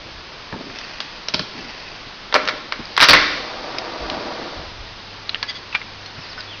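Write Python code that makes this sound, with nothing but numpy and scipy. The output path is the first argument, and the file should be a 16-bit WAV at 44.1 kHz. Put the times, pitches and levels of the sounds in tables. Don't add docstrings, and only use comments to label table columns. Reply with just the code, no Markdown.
import sys
import numpy as np
from scipy import signal
from scipy.fft import rfft, irfft
from scipy.io import wavfile

SR = 44100
rng = np.random.default_rng(int(sys.argv[2]) if len(sys.argv) > 2 else 0)


def output_pcm(signal):
    pcm = np.clip(np.atleast_2d(signal).T, -1, 1) * 32767
    wavfile.write(sys.argv[1], SR, np.round(pcm).astype(np.int16))


N = 291060
TIME = np.arange(N) / SR


def amp(db):
    return 10 ** (np.asarray(db) / 20)


def unit_rms(x):
    return x / np.sqrt(np.mean(x ** 2) + 1e-20)


def at_hz(points, hz):
    f, value = np.transpose(points)
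    return np.interp(np.log(np.maximum(hz, 1)), np.log(f), value)


def butter(x, hz, kind, order=2):
    return signal.sosfilt(signal.butter(order, hz, kind, fs=SR, output="sos"), x)


def noise(spectrum):
    gain = amp(at_hz(spectrum, np.arange(N // 2 + 1) * SR / N))
    return unit_rms(irfft(rfft(rng.standard_normal(N)) * gain, N))


def resonate(x, modes):
    out = 0
    for hz, width, db in modes:
        r = np.exp(-np.pi * width / SR)
        poles = [1, -2 * r * np.cos(2 * np.pi * hz / SR), r * r]
        out = out + amp(db) * (1 - r * r) / 2 * signal.lfilter([1, 0, -1], poles, x + 1e-18)
    return out


def decay(t, t60):
    return np.exp(-np.log(1000) * t / max(t60, 1e-4))


def add(out, s, sound):
    i = max(int(s * SR), 0)
    out[i:i + len(sound)] += sound[:N - i]


def wander(hz):
    return unit_rms(butter(rng.standard_normal(N + SR), hz, "low")[SR:])


def swell(length):
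    progress = np.linspace(0, 1, int(length * SR))
    return progress, np.sin(np.pi * progress)


def burst(envelope, low_hz, high_hz):
    band = butter(rng.standard_normal(len(envelope)) * envelope, [low_hz, high_hz], "band")
    return unit_rms(band) * np.sqrt(np.mean(envelope ** 2))


def friction(per_s, spread_db):
    return (rng.random(N) < per_s / SR) * rng.standard_normal(N) * amp(spread_db * wander(41))


def thuds(events, hz, t60, onset_s=0.0065):
    out, t = np.zeros(N), TIME[:SR // 2]
    envelope = decay(t, t60) * (1 - np.exp(-t / onset_s))
    for s, db in events:
        thud = envelope * butter(rng.standard_normal(SR), [0.45 * hz, 1.53 * hz], "band")[-len(t):]
        add(out, s, amp(db) * thud * np.linalg.norm(envelope) / np.linalg.norm(thud))
    return out


# (frequency [Hz], relative level [dB])
HISS_SPECTRUM = [(15, -16.5), (28, -4.5), (64, -16), (110, -13.5), (190, -14), (500, -14.5), (800, -14.5),
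                 (1020, -13), (1500, -15), (3000, -16.5), (5000, -16), (5600, -21), (6500, -21),
                 (9000, -62)]


def microphone_hiss(db=-36.5):
    return amp(db) * noise(HISS_SPECTRUM)


# (time [s], level [dB])
PANE_BUMPS = [(.056, -30), (.525, -21), (1.34, -20.5), (1.394, -21), (2.06, -31.5), (2.79, -23),
              (3.01, -19.5), (3.088, -17), (3.132, -19), (6.174, -29.5)]


def pane_bumps():
    return thuds(PANE_BUMPS, hz=186, t60=0.12)


# (time [s], level [dB])
FLOOR_LOADS = [(.108, -38), (3.09, -28.5), (4.006, -31), (4.566, -31.5), (4.78, -33)]


def floor_thuds():
    return thuds(FLOOR_LOADS, hz=48, t60=0.55)


# (time [s], duration [s], level [dB], bass emphasis [dB], treble emphasis [dB])
DOOR_RATTLES = [(2.3513, 0.015, -8.5, 2.5, -13), (2.486, 0.0088, -11, -4.5, -3),
                (2.995, 0.0077, -14.5, -9, -4), (3.0104, 0.035, -0.5, -12, 0.5),
                (3.086, 0.014, 1.5, -7, 3.5), (3.132, .008, 9, -10.5, -8)]


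def rebounds(gap_s=0.0052, gap_scatter=0.15, spread_db=2.5, loss_db=3.5):
    blows = []
    for s, length, db, bass_db, treble_db in DOOR_RATTLES:
        elapsed = 0
        for timing, strength in rng.standard_normal(size=(12, 2)):
            if elapsed < length:
                blow_db = db - loss_db * elapsed / length + spread_db * strength
                blows.append((s + elapsed, blow_db, bass_db, treble_db))
            elapsed += gap_s * (1 + gap_scatter * timing)
    return blows


# (time [s], level [dB], bass emphasis [dB], treble emphasis [dB])
DOOR_BLOWS = [(.525, -31, 9, -13), (1.0035, -20.5, -12, 5), (1.285, -25.5, 1, 4), (1.338, -20.5, -2.5, 6.5),
              (1.343, -17.5, 2, 9.5), (1.3934, -24.5, 6.5, 10), (2.325, -15, -2.5, -9.5),
              (2.3414, -6.5, -3, 1.5), (2.4755, -13, -12, -2), (2.7224, -12, -7, -5),
              (2.966, -19, -13.5, 6.5), (2.977, -2, -15, -7), (3.0025, -1, -14, -3), (3.057, -24, -14, 10),
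              (3.107, 1.5, -9, 3.5), (3.149, -6, -6, -5)]
# (frequency [Hz], bandwidth [Hz], gain [dB])
FRAME_MODES = [(308, 18, -3), (529, 36, -3), (587, 36, 3), (617.6, 14, 3), (966, 100, -2.5), (1063, 40, 2),
               (1276, 28, -4.5), (1334, 31, 6), (1440, 50, 0.5), (1684, 36, 0.5), (1712, 46, 1.5),
               (1863, 28, -11), (2080, 23, -13), (2280, 26, -15)]


def door_knocks(panel_db=-5, frame_db=6, shove_t60=0.011):
    out, shove, t = np.zeros(N), np.zeros(N), TIME[:SR // 4]
    for s, db, bass_db, treble_db in DOOR_BLOWS + rebounds():
        ring_db = -14 - 0.1 * db
        crack = decay(t, t60=0.0077 * amp(0.15 * (bass_db + 7.5)))
        # (lower edge [Hz], upper edge [Hz], T60 [s], gain [dB])
        panel = (387, 850, 0.094, bass_db + panel_db)
        frame = (1040, 2410, 0.094, 0)
        latch = (3030, 5570, 0.11, treble_db)
        for low, high, t60, part_db in (panel, frame, latch):
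            envelope = crack + amp(ring_db) * decay(t, t60)
            add(out, s, amp(db + part_db) * burst(envelope, low, high))
        add(shove, s, amp(db + bass_db) * burst(decay(t, shove_t60), 240, 2700))
    return out + amp(frame_db) * resonate(shove, FRAME_MODES)


def strokes(events, rise_share=0.093):
    out = np.zeros(N)
    for s, length, db in events:
        progress, _ = swell(length)
        pressure = np.interp(progress, [0, rise_share, 1], [0, 1, 0])
        add(out, s, amp(db) * np.sqrt(pressure))
    return out


# (time [s], duration [s], level [dB])
PANE_STROKES = [(.537, 0.23, -35), (1.533, 0.18, -36), (2.403, 0.4, -41.5), (4.087, 0.56, -37)]
HANDLE_STROKES = [(.69, 0.63, -36.5), (1.53, 0.62, -36.5), (6.14, 0.54, -41.5)]
# (frequency [Hz], bandwidth [Hz], relative gain [dB])
PANE_MODES = [(232, 34, -2.5), (282, 120, -2)]
HANDLE_MODES = [(680, 390, 1), (1310, 1200, -3), (1900, 360, 2.5), (2540, 270, 4), (4500, 790, 1)]


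def rubbing():
    slips = friction(per_s=3500, spread_db=-2.5)
    drone = strokes(PANE_STROKES) * unit_rms(resonate(slips, PANE_MODES))
    scrape = strokes(HANDLE_STROKES) * unit_rms(resonate(slips, HANDLE_MODES))
    return drone + scrape


# (time [s], level [dB], upper mode frequency [Hz], T60 [s])
CLICKS = [(.54, -25, 890, .06), (0.7867, -9.5, 5350, 0.0028), (1.285, -4.5, 5370, 0.0064),
          (2.454, -15, 5300, .006), (2.854, -19.5, 5000, 0.014), (3.7842, -7.5, 5040, .012),
          (4.0993, -6.5, 4200, 0.0052), (5.293, -10.5, 4070, 0.02), (5.3457, -6, 2870, .0056),
          (5.357, -18, 2700, .008), (5.4282, -4, 4360, 0.01), (5.429, -18.5, 1690, 0.074),
          (5.727, -23, 2600, 0.056), (5.745, -18, 2400, 0.035), (5.749, -7.5, 2375, 0.062),
          (5.8152, -23, 2130, 0.037), (6.0602, -24.5, 4300, .04), (6.378, -26, 1490, .12),
          (6.405, -21.5, 4880, 0.026)]


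def clicks(lower_ratio=0.62, lower_db=-13.5, grit_db=-8, tail_db=-23, tail_t60=0.1):
    out, t = np.zeros(N), TIME[:SR // 8]
    for s, db, hz, t60 in CLICKS:
        lower_hz = lower_ratio * hz
        modes = np.sin(2 * np.pi * hz * t) + amp(lower_db) * np.sin(2 * np.pi * lower_hz * t)
        grit_envelope = amp(grit_db) * decay(t, t60) + amp(tail_db) * decay(t, tail_t60)
        grit = burst(grit_envelope, 0.72 * lower_hz, 1.3 * hz)
        add(out, s, amp(db) * (0.78 * modes * decay(t, t60) + grit))
    return out


# (frequency [Hz], bandwidth [Hz], relative gain [dB])
TRACK_MODES = [(250, 23, -20), (343, 67, 8.5), (486, 89, 9), (621.4, 90, 10.5), (743, 69, 6), (915, 95, 4),
               (1132, 49, 4), (1580, 86, -24)]


def rollers(speed, top_db=-29):
    rumble = unit_rms(resonate(friction(per_s=2800, spread_db=-0.5), TRACK_MODES))
    return amp(top_db) * speed ** 0.68 * rumble


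# (frequency [Hz], relative level [dB])
SEAL_SPECTRUM = [(600, -6.5), (1500, -2), (3000, -6), (4700, 0), (7000, -13)]


def brush_seal(speed, top_db=-36, peel_s=3.1, peel_db=-19, peel_t60=1.27):
    swish = amp(top_db) * speed ** 0.23
    peel = amp(peel_db) * decay(np.abs(TIME - peel_s), peel_t60) * (TIME > peel_s)
    return noise(SEAL_SPECTRUM) * np.hypot(swish, peel)


def outdoor_hum(start_s=4.56, hz=99, waver_hz=3.3, db=-50, rise_s=0.24):
    cycles = np.cumsum(hz + waver_hz * wander(8.9)) / SR
    tone = np.sqrt(2) * np.sin(2 * np.pi * cycles)
    onset = np.clip((TIME - start_s) / rise_s, 0, 1)
    return amp(db + 2 * wander(5.3)) * tone * onset


# (time [s], duration [s], level [dB])
SQUEAK_SLIPS = [(5.473, 0.051, -23), (5.537, 0.05, -31)]
# (frequency at peak pressure [Hz], relative level [dB])
SQUEAK_PARTIALS = [(2030, -6), (3400, -2.5), (4750, -5), (6400, -10.5)]


def squeaks(arch=0.09, roughness=0.023, rasp=0.76):
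    out, jitter = np.zeros(N), wander(400)
    for peak_hz, partial_db in SQUEAK_PARTIALS:
        flutter = 1 + rasp * wander(380)
        for s, length, db in SQUEAK_SLIPS:
            _, pressure = swell(length)
            span = slice(int(s * SR), int(s * SR) + len(pressure))
            hz = peak_hz * (1 + arch * (pressure - 1) + roughness * jitter[span])
            tone = np.sin(2 * np.pi * np.cumsum(hz) / SR)
            add(out, s, amp(db + partial_db) * pressure ** 2 * flutter[span] * tone)
    return out


# (time [s], duration [s], starting frequency [Hz], level [dB])
BIRD_WHISTLES = [(6.197, .08, 5260, -39), (6.287, 0.054, 5130, -37), (6.374, 0.047, 5250, -35),
                 (6.469, 0.099, 3460, -35)]


def bird(hold_share=0.38, end_ratio=0.68, waver=0.016):
    out, jitter = np.zeros(N), wander(220)
    for s, length, start_hz, db in BIRD_WHISTLES:
        progress, power = swell(length)
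        glide = np.interp(progress, [hold_share, 1], [1, end_ratio])
        hz = start_hz * glide * (1 + waver * jitter[int(s * SR):][:len(progress)])
        tone = np.sin(2 * np.pi * np.cumsum(hz) / SR)
        add(out, s, amp(db) * np.sqrt(np.abs(power)) * tone)
    return out


# (frequency [Hz], T60 [s])
REVERB_TIMES = [(150, 1), (500, 0.92), (1500, 0.66), (3000, 0.79), (6000, 0.71)]
# (frequency [Hz], level re input [dB])
REVERB_LEVELS = [(150, 7.5), (500, -9.5), (1500, -7.5), (3000, -8.5), (6000, -11)]


def room(x, build_s=0.0037):
    t, tail = TIME[:SR], 0
    edges_hz = np.geomspace(90, 8000, 8)
    for low, high in zip(edges_hz, edges_hz[1:]):
        hz = np.sqrt(low * high)
        envelope = decay(t, at_hz(REVERB_TIMES, hz)) * (1 - np.exp(-t / build_s))
        band = butter(rng.standard_normal(SR), [low, high], "band", order=3)
        tail = tail + amp(at_hz(REVERB_LEVELS, hz)) * band * envelope / np.linalg.norm(envelope)
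    return signal.fftconvolve(x, tail)[:N]


def scene(close_room_db=-12, bird_room_db=3, push_s=2.79, fastest_s=4.2, stop_s=4.73):
    knocks, close, whistles = door_knocks(), clicks() + squeaks(), bird()
    reverb = room(knocks + amp(close_room_db) * close + amp(bird_room_db) * whistles)
    background = microphone_hiss() + outdoor_hum() + whistles
    bumps = pane_bumps() + floor_thuds()
    speed = np.interp(TIME, [push_s, fastest_s, stop_s], [0, 1, 0])
    sliding = rollers(speed) + brush_seal(speed)
    return (knocks + close + reverb + bumps + sliding + rubbing() + background)[None]


def record(dry, overload=0.94, rolloff_hz=5500, cutoff_hz=6400, top_hz=16000):
    dull = butter(np.clip(dry, -overload, overload), rolloff_hz, "low", order=8)
    narrow = signal.sosfilt(signal.ellip(9, 0.1, 90, cutoff_hz, fs=SR, output="sos"), dull)
    return butter(np.clip(narrow, -1, 1), top_hz, "low", order=8)


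dry = scene()
out = record(dry)
output_pcm(out)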